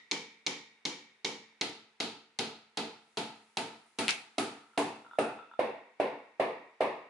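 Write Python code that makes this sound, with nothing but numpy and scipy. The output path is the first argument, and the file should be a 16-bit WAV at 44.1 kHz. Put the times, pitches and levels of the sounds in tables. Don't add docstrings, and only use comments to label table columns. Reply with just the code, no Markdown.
import sys
import numpy as np
from scipy import signal
from scipy.fft import rfft, irfft, next_fast_len
from scipy.io import wavfile

SR = 44100
rng = np.random.default_rng(int(sys.argv[2]) if len(sys.argv) > 2 else 0)


def to_wav(sig):
    pcm = np.clip(np.atleast_2d(sig), -1, 1) * 32767
    pcm = np.round(pcm).astype(np.int16)
    wavfile.write(sys.argv[1], SR, pcm.T)


def decibels_to_gain(level_db):
    exponent = np.asarray(level_db, float) / 20
    return 10 ** exponent


N = 312915

# [t/s, strength/dB, brightness/dB, crack peak/dB, panel knock peak/dB]
BLOWS = [(-0.25, 1.5, 3, -14, -35), (0.113, 1.5, 0, -14.5, -44), (0.465, 1, 0.5, -14, -39.5),
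         (0.8529, 0, 0.5, -16.5, -35), (1.2469, 1.5, -1, -16.5, -34.5), (1.6117, -1.5, 2.5, -15.5, -33.5),
         (2.0021, -1, 2, -17, -36), (2.3889, 0, 1, -18, -33.5), (2.7726, 0, -1, -22, -34),
         (3.1721, -1, -0.5, -23, -33.5), (3.571, -1, 0, -19.5, -30), (3.9874, 0.5, 1, -22, -37.5),
         (4.3823, 0, 0, -19.5, -23), (4.7765, 2, -2, -20.5, -24), (5.1869, 1.5, -6, -24.5, -15.5),
         (5.593, 0, 0, -32, -18), (6.0003, 0, 0.5, -32, -17), (6.3983, .5, 1.5, -35, -18),
         (6.8072, 1, 1.5, -45, -19.5)]
PARTS_HZ = [240, 620, 1900, 4200, 8200]
# [share driven/0-1, crack f/Hz, panel knock f/Hz]
PITCHES = [(0, 4100, 350), (.432, 4200, 350), (.438, 4200, 800), (.56, 3800, 850), (.6, 4000, 660),
           (.66, 2700, 700), (.72, 1900, 625)]


def at_hz(points, hz):
    table = np.array(points)
    return np.interp(np.log(hz), np.log(table[:, 0]), table[:, 1])


def add(out, sound, s):
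    at = round(s * SR)
    first = max(at, 0)
    last = max(min(at + sound.shape[-1], N), 0)
    out[:, first:last] += sound[..., first - at:max(last, first) - at]


def pan(db):
    gains = decibels_to_gain(np.array([[db / 2], [-db / 2]]))
    return gains / gains.mean()


def stereo(mid, side, hz):
    # [f/Hz, coherence/0-1]
    likeness = [(60, 1), (270, 0.98), (580, 0.83), (1200, 0.42), (2600, 0.16), (5500, 0.08), (11000, 0.22)]
    alike = np.clip(at_hz(likeness, hz), 0, 1)
    return (np.sqrt(1 + alike) * mid + np.sqrt(1 - alike) * side * [[1], [-1]]) / np.sqrt(2)


def bump(hz, centre_hz, width_hz):
    return 1 / (1 + (2 * (hz - centre_hz) / width_hz) ** 2)


def burst(hz, t60, rise_s):
    t = np.arange(round(1.5 * t60 * SR)) / SR
    decay = decibels_to_gain(-60 * t / t60)
    swell = 1 - np.exp(-(t / rise_s) ** 2)
    wave = np.sin(2 * np.pi * hz * t) * decay * swell
    return wave / np.abs(wave).max()


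def dying_noise(hz, width_hz, t60):
    t = np.arange(round(t60 * SR)) / SR
    edges_hz = [hz - width_hz / 2, hz + width_hz / 2]
    band = signal.butter(2, edges_hz, "band", fs=SR, output="sos")
    settle = 2000
    noise = stereo(*rng.standard_normal((2, len(t) + settle)), np.array([hz]))
    noise = signal.sosfilt(band, noise)[:, settle:]
    return noise / noise.std() * decibels_to_gain(-60 * t / t60) * (1 - np.exp(-t / 0.00023))


def depth(s):
    # [t/s, share/0-1]
    driven = [
        (0, 0),
        (1.25, 0.02),
        (1.6, 0.4),
        (2.0, 0.43),
        (2.8, .45),
        (4.4, 0.6),
        (5.2, 0.72),
        (5.6, 1),
        (7.1, 1),
    ]
    return np.interp(s, *np.transpose(driven))


def by_depth(share, stages_db):
    return np.interp(share, [0, .5, 1], stages_db)


def at_depth(table, s):
    shares, *columns = np.transpose(table)
    return np.array([np.interp(depth(s), shares, column) for column in columns])


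def feeds():
    # [share driven/0-1, wall boom/dB, panel/dB, nail/dB, hammer face/dB, sizzle/dB]
    powers = [
        (0, -52, -51.5, -46.5, -42, -59.5),
        (.43, -47.5, -39, -47, -37, -54.5),
        (.62, -44.5, -34.5, -41, -41, -46),
        (1, -48.5, -30, -33.5, -52, -63.5),
    ]
    bright_shares = np.array([0.24, -.6, 0.44, 1, 0.93])
    glance_db = np.array([-73, -51.5, -45.5, -42.5, -49.5])
    fed = []
    for s, db, bright_db, _, _ in BLOWS:
        fed.append((s - .0007, at_depth(powers, s) + db + bright_db * bright_shares))
    return fed + [(4.081, glance_db)]


def flexes():
    return [(s - .0011, db, at_depth(PITCHES, s)[1]) for s, _, _, _, db in BLOWS[1:]]


def arrivals():
    # [delay/s, level/dB, pitch share, left-right level/dB]
    paths = [
        (0, 0, 1, -4.5),
        (.00345, -.5, 1.02, -2),
        (.00525, -3, .87, 9.5),
    ]
    # [delay/(s/s), level/(dB/s), pitch share/(1/s), left-right/(dB/s)]
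    paths_per_s = [
        (0, 0, 0, 0),
        (-.00023, 0, -.07, 0),
        (-.00023, .5, -.045, -1.3),
    ]
    # [t/s, peak level/dB, f/Hz, left-right level/dB]
    glance_cracks = [
        (4.0814, -11, 2900, 2),
        (4.0907, -16, 2900, -3),
        (4.093, -19, 2600, 4),
    ]
    heard = []
    for s, _, _, db, _ in BLOWS:
        for delay_s, path_db, share, pan_db in np.array(paths) + s * np.array(paths_per_s):
            hz = max(share * at_depth(PITCHES, s)[0], 1800)
            heard.append((s + delay_s, db + path_db, hz, pan_db))
    return heard + glance_cracks


def room_tone():
    # [f/Hz, density level/dB per Hz]
    air_db = [(35, -61.5), (60, -16), (222, -12), (446, 0.5), (567, -8.5), (877, 0), (1140, -4), (2190, 1),
              (3700, -8.5), (11000, -22), (14300, -60), (22000, -120)]
    size = next_fast_len(N)
    hz = np.fft.rfftfreq(size, 1 / SR) + 1e-3
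    spectrum = stereo(*rfft(rng.standard_normal((2, size))), hz) * decibels_to_gain(at_hz(air_db, hz))
    air = irfft(spectrum, size)[:, :N]
    return decibels_to_gain(-72) * air / air.std()


def rustle():
    # [t/s, hold/s, rms level/dB]
    rubs = [
        (0.0, .5, -80.5),
        (1.66, .4, -82),
        (3.2, .8, -63.5),
        (4.39, 0.96, -66),
    ]
    rise_db_per_s, fall_db_per_s, rest_db = 31.5, 82.5, -89
    bright = signal.butter(1, 3500, "high", fs=SR, output="sos")
    noise = signal.sosfilt(bright, rng.standard_normal((2, N)))
    t = np.arange(N) / SR
    level_db = np.full(N, float(rest_db))
    for s, hold_s, db in rubs:
        rise_db = rise_db_per_s * np.maximum(s - t, 0)
        fall_db = fall_db_per_s * np.maximum(t - s - hold_s, 0)
        level_db = np.maximum(level_db, db - rise_db - fall_db)
    return decibels_to_gain(level_db - 7) * noise


def colour_db(hz, parts_db, share, landing):
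    parts_wide_hz = [280, 700, 1900, 3000, 5000]
    # [f/Hz, width/Hz, standing/dB, half in/dB, driven/dB]
    rings = [(115.2, 10, -3.5, 15, 8.5), (182, 6.6, 10.5, 3.5, -10), (229, 7.5, 6, 14, 8),
             (286.2, 54, 10, 9.5, 8), (376, 29, 11, 3.5, 10), (450, 15, 10, 9.5, 7.5),
             (498, 30, 9.5, 1.5, 8.5), (567, 74, -1.5, -15, 3), (663, 19, -14.5, 3, 4.5),
             (754, 28, -1.5, 1.5, -1), (893, 170, 8, 6, 2), (1100, 55, 1, 0.5, 1), (1260, 260, 8, 5.5, -1),
             (1570, 420, -4, 0, -7), (1970, 35, -2, 6, -16.5), (2216, 190, -0.5, 4, -3),
             (2547, 250, -2, 4.5, -2), (3130, 140, 5.5, 2, -9), (3620, 130, 1, 1, 1),
             (5580, 900, 4.5, -4.5, -3.5), (6860, 1700, 9, 0, -5.5)]
    per_hz = np.array(parts_db) - 10 * np.log10(parts_wide_hz)
    db = at_hz(list(zip(PARTS_HZ, per_hz)), hz)
    db -= 20 * np.maximum(np.log2(150 / hz), 0)
    for ring_hz, width_hz, *stages_db in rings:
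        db += by_depth(share, stages_db) * bump(hz, ring_hz, width_hz)
    panel_hz, nail_hz, nail_db, damped_hz = landing
    db += 2.5 * bump(hz, panel_hz, width_hz=120)
    db += nail_db * bump(hz, nail_hz, width_hz=235)
    return db - 9 * bump(hz, damped_hz, width_hz=254)


def room_tails():
    # [f/Hz, t60/s near the wall, t60/s across the room]
    room_t60 = [(60, 0.66, 0.29), (198, 0.32, 0.51), (570, 0.41, 0.45), (1500, 0.5, 0.69),
                (3930, 0.45, 0.41), (7100, 0.42, 0.64), (10800, 0.35, 0.33)]
    # [from t/s, panel f/Hz, nail f/Hz, nail level/dB, damped f/Hz]
    landings = [(-0.5, 450, 1940, 30, 1680), (0, 420, 2280, 6, 1260), (1.45, 450, 2060, 7, 1100),
                (1.85, 410, 1360, 0.5, 1100), (3, 900, 1400, 0.5, 1110), (3.8, 874, 2480, 2, 1040),
                (4.25, 377, 1240, 3.5, 1030), (4.6, 480, 1060, 2.5, 1260), (5, 506, 1410, 6.5, 1046),
                (5.4, 480, 1900, -4.5, 1254), (6.2, 502, 1180, 1, 1435)]
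    kept = .3
    out, size = np.zeros((2, N)), 3 * 2 ** 13
    t = np.arange(size) / SR
    hz = np.fft.rfftfreq(size, 1 / SR) + 1e-3
    centres = np.geomspace(60, 11000, num=8)
    place = np.interp(np.log(hz), np.log(centres), np.arange(8))
    masks = np.maximum(1 - np.abs(place - np.arange(8)[:, None]), 0)
    build_up = 1 - np.exp(-(t / 0.0013) ** 0.5 * np.sqrt(centres[:, None] / 1000))
    decays = np.array(room_t60)
    near = at_hz(decays[:, [0, 1]], centres)[:, None]
    far = at_hz(decays[:, [0, 2]], centres)[:, None]
    pattern = rng.standard_normal((2, size))
    for s, parts_db in feeds():
        landing = [row[1:] for row in landings if row[0] <= s][-1]
        away = s * SR / N
        shapes = build_up * decibels_to_gain(-60 * (t - .05) / (near + away * (far - near)))
        noise = np.sqrt(kept) * pattern + np.sqrt(1 - kept) * rng.standard_normal((2, size))
        gain = decibels_to_gain(colour_db(hz, parts_db, depth(s), landing) - 2.5) * np.sqrt(SR / 2)
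        spectrum = stereo(*rfft(noise), hz) * gain
        bands = irfft(spectrum * masks[:, None], size)
        add(out, np.sum(bands * shapes[:, None], axis=0), s)
    return out


def lingering():
    # [f/Hz, width/Hz, t60/s, standing/dB, half in/dB, driven/dB]
    slow_modes = [(122, 10, 0.78, -13.5, -15.5, -8.5), (168, 10, 0.26, -13.5, -12.5, -23.5),
                  (220, 12, .5, -12, -7, -9), (291, 13, 0.85, -5, -17.5, -0.5),
                  (396.3, 23, 0.43, -11.5, -4.5, 6.5), (450, 15, 0.27, -8.5, -18.5, 8),
                  (886, 24, 0.44, -8, -1, -6), (1315, 80, 0.94, -10, 1.5, -15.5),
                  (1897, 120, 0.95, 5.5, -19.5, -1.5), (2230, 230, .9, 10, -16, 4),
                  (2700, 150, .7, -5.5, -6, 1.5), (3680, 160, 0.92, 0.5, -20.5, -1.5)]
    out = np.zeros((2, N))
    for s, parts_db in feeds():
        for hz, width_hz, t60, *stages_db in slow_modes:
            db = at_hz(list(zip(PARTS_HZ, parts_db)), hz) + by_depth(depth(s), stages_db) - 17
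            add(out, decibels_to_gain(db) * dying_noise(hz, width_hz, t60), s + .006)
    return out


def tones():
    # [f/Hz, t60/s, then peak level/dB at each depth below]
    modes = [(169.7, 0.38, -54.5, -54, -57, -62), (220.2, 0.68, -56, -51, -49, -54.5),
             (289, 0.43, -50.5, -52.5, -39, -49), (391, 0.39, -55.5, -56.5, -37.5, -42.5),
             (450, 0.55, -53.5, -52, -69.5, -41), (666, 0.33, -65.5, -51, -44, -52),
             (909, 0.47, -52.5, -54.5, -48.5, -48.5), (2270, .5, -52, -66, -70.5, -63)]
    depths = [0, .44, .63, 1]
    out = np.zeros((2, N))
    for s, blow_db, *_ in BLOWS:
        for hz, t60, *stages_db in modes:
            luck, off = rng.standard_normal(2)
            db = blow_db + np.interp(depth(s), depths, stages_db) + 1.7 * luck
            tone = burst(hz * (1 + .004 * off), t60, rise_s=0.0059)
            add(out, decibels_to_gain(db) * tone[None], s)
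    return out


def forerunners():
    out = np.zeros((2, N))
    swell = np.linspace(0, 1, round(.006 * SR)) ** 2
    soft = signal.butter(2, [350, 1500], "band", fs=SR, output="sos")
    for s, db, _ in flexes():
        noise = signal.sosfilt(soft, rng.standard_normal(len(swell)))
        add(out, decibels_to_gain(db - 17) * swell * noise[None], s - .0055)
    return out


def knocks():
    out = np.zeros((2, N))
    for s, db, hz in flexes():
        flex = decibels_to_gain(db + .5) * pan(-2.5) * burst(hz, t60=.024, rise_s=.0011)
        add(out, flex, s - .0002)
        add(out, decibels_to_gain(-26.0) * flex, s + 0.00807)
    return out


def cracks():
    out = np.zeros((2, N))
    for s, db, hz, pan_db in arrivals():
        face_luck, shank_luck = rng.standard_normal(2)
        head = -decibels_to_gain(db - 5) * burst(hz, t60=.0045, rise_s=.0002)
        face = decibels_to_gain(db - 9 + 2 * face_luck) * burst(1.5 * hz, t60=0.003, rise_s=.00015)
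        shank_db = db - 12 - 2.5 * s + 2 * shank_luck
        shank = decibels_to_gain(shank_db) * burst(2300 - 90 * s, t60=.012, rise_s=.0003)
        for part in (head, face, shank):
            add(out, pan(pan_db) * part, s)
    return out


def hammer_head():
    # [t/s, f/Hz, rms level/dB, t60/s]
    singing = [(0.116, 2290, -45, .6), (0.468, 2250, -45.5, .6), (4.78, 2620, -47, .6),
               (5.19, 2600, -45, .7), (5.6, 2600, -50, .6), (5.6, 3600, -57, .6), (6.004, 2600, -50, .6),
               (6.403, 2500, -50, .6), (6.812, 2550, -48, .6), (3.572, 8800, -57, .3),
               (3.86, 8700, -76, .3), (3.86, 10300, -78, .2), (3.988, 8850, -53, .45),
               (4.383, 8900, -54, .5), (4.383, 10200, -52, .25), (4.777, 7400, -51, .28),
               (5.186, 8900, -50, .35), (5.593, 8900, -65, .3)]
    # [t/s, f/Hz, width/Hz, rms level/dB, t60/s]
    clacks = [
        (4.082, 2400, 700, -29, 0.27),
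        (4.09, 3200, 4000, -28, 0.19),
        (4.106, 4100, 3000, -25.5, .03),
        (4.084, 1330, 700, -38.5, 0.089),
    ]
    out = np.zeros((2, N))
    for s, hz, db, t60 in singing:
        add(out, decibels_to_gain(db) * dying_noise(hz, width_hz=220, t60=t60), s)
    for s, hz, width_hz, db, t60 in clacks:
        add(out, decibels_to_gain(db) * dying_noise(hz, width_hz, t60), s)
    return out


def ticks():
    # [t/s, peak level/dB, left-right level/dB]
    touches = [
        (2.002, -34, 6),
        (2.3886, -26, 18.5),
        (2.7727, -27.5, 9),
        (3.572, -24.5, 0.5),
        (4.0816, -16.5, 3),
        (4.107, -23.5, 2),
    ]
    out = np.zeros((2, N))
    for s, db, pan_db in touches:
        add(out, decibels_to_gain(db) * pan(pan_db) * burst(9200, t60=0.00054, rise_s=.00003), s)
    return out


def handling():
    out = np.zeros((2, N))
    add(out, decibels_to_gain(-49.5) * pan(3) * burst(35, t60=.15, rise_s=.01), 4.085)
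    return out


def rattles():
    # [t/s, peak level/dB]
    taps = [(4.625, -60), (4.661, -59), (4.7, -59), (4.734, -54), (4.755, -55), (5.047, -48),
            (5.063, -44.5), (5.08, -54), (5.111, -40), (5.133, -40.5), (5.153, -46), (5.329, -48),
            (5.388, -38), (5.416, -53), (5.423, -41), (5.513, -43), (5.536, -41.5)]
    # [f/Hz, level/dB, t60/s]
    tap_modes = [
        (950, -2, .025),
        (1390, 0, .035),
        (2900, -22, .03),
        (3650, -22, .04),
    ]
    out = np.zeros((2, N))
    for s, db in taps:
        for hz, mode_db, t60 in tap_modes:
            luck_db = 2.5 * rng.standard_normal()
            add(out, decibels_to_gain(db + mode_db - 5 + luck_db) * burst(hz, t60, rise_s=.0008)[None], s)
        add(out, decibels_to_gain(db - 13.5) * dying_noise(1332, width_hz=92, t60=0.26), s + 0.00377)
        add(out, decibels_to_gain(db - 32.5) * dying_noise(3530, width_hz=240, t60=0.48), s + 0.0036)
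    return out


def scene():
    background = room_tone() + rustle() + handling()
    reverberant = room_tails() + lingering() + tones()
    direct = forerunners() + knocks() + cracks() + hammer_head() + ticks() + rattles()
    return background + reverberant + direct


def band_limit(x):
    return signal.sosfilt(signal.butter(12, 12350, fs=SR, output="sos"), x)


def record(dry):
    bass_cut = signal.butter(2, 85, "high", fs=SR, output="sos")
    top_cut = signal.cheby2(16, 32, 11220, fs=SR, output="sos")
    thin = signal.sosfilt(bass_cut, dry)
    mix = signal.sosfilt(top_cut, thin)
    return band_limit(mix)


dry = scene()
out = record(dry)
to_wav(out)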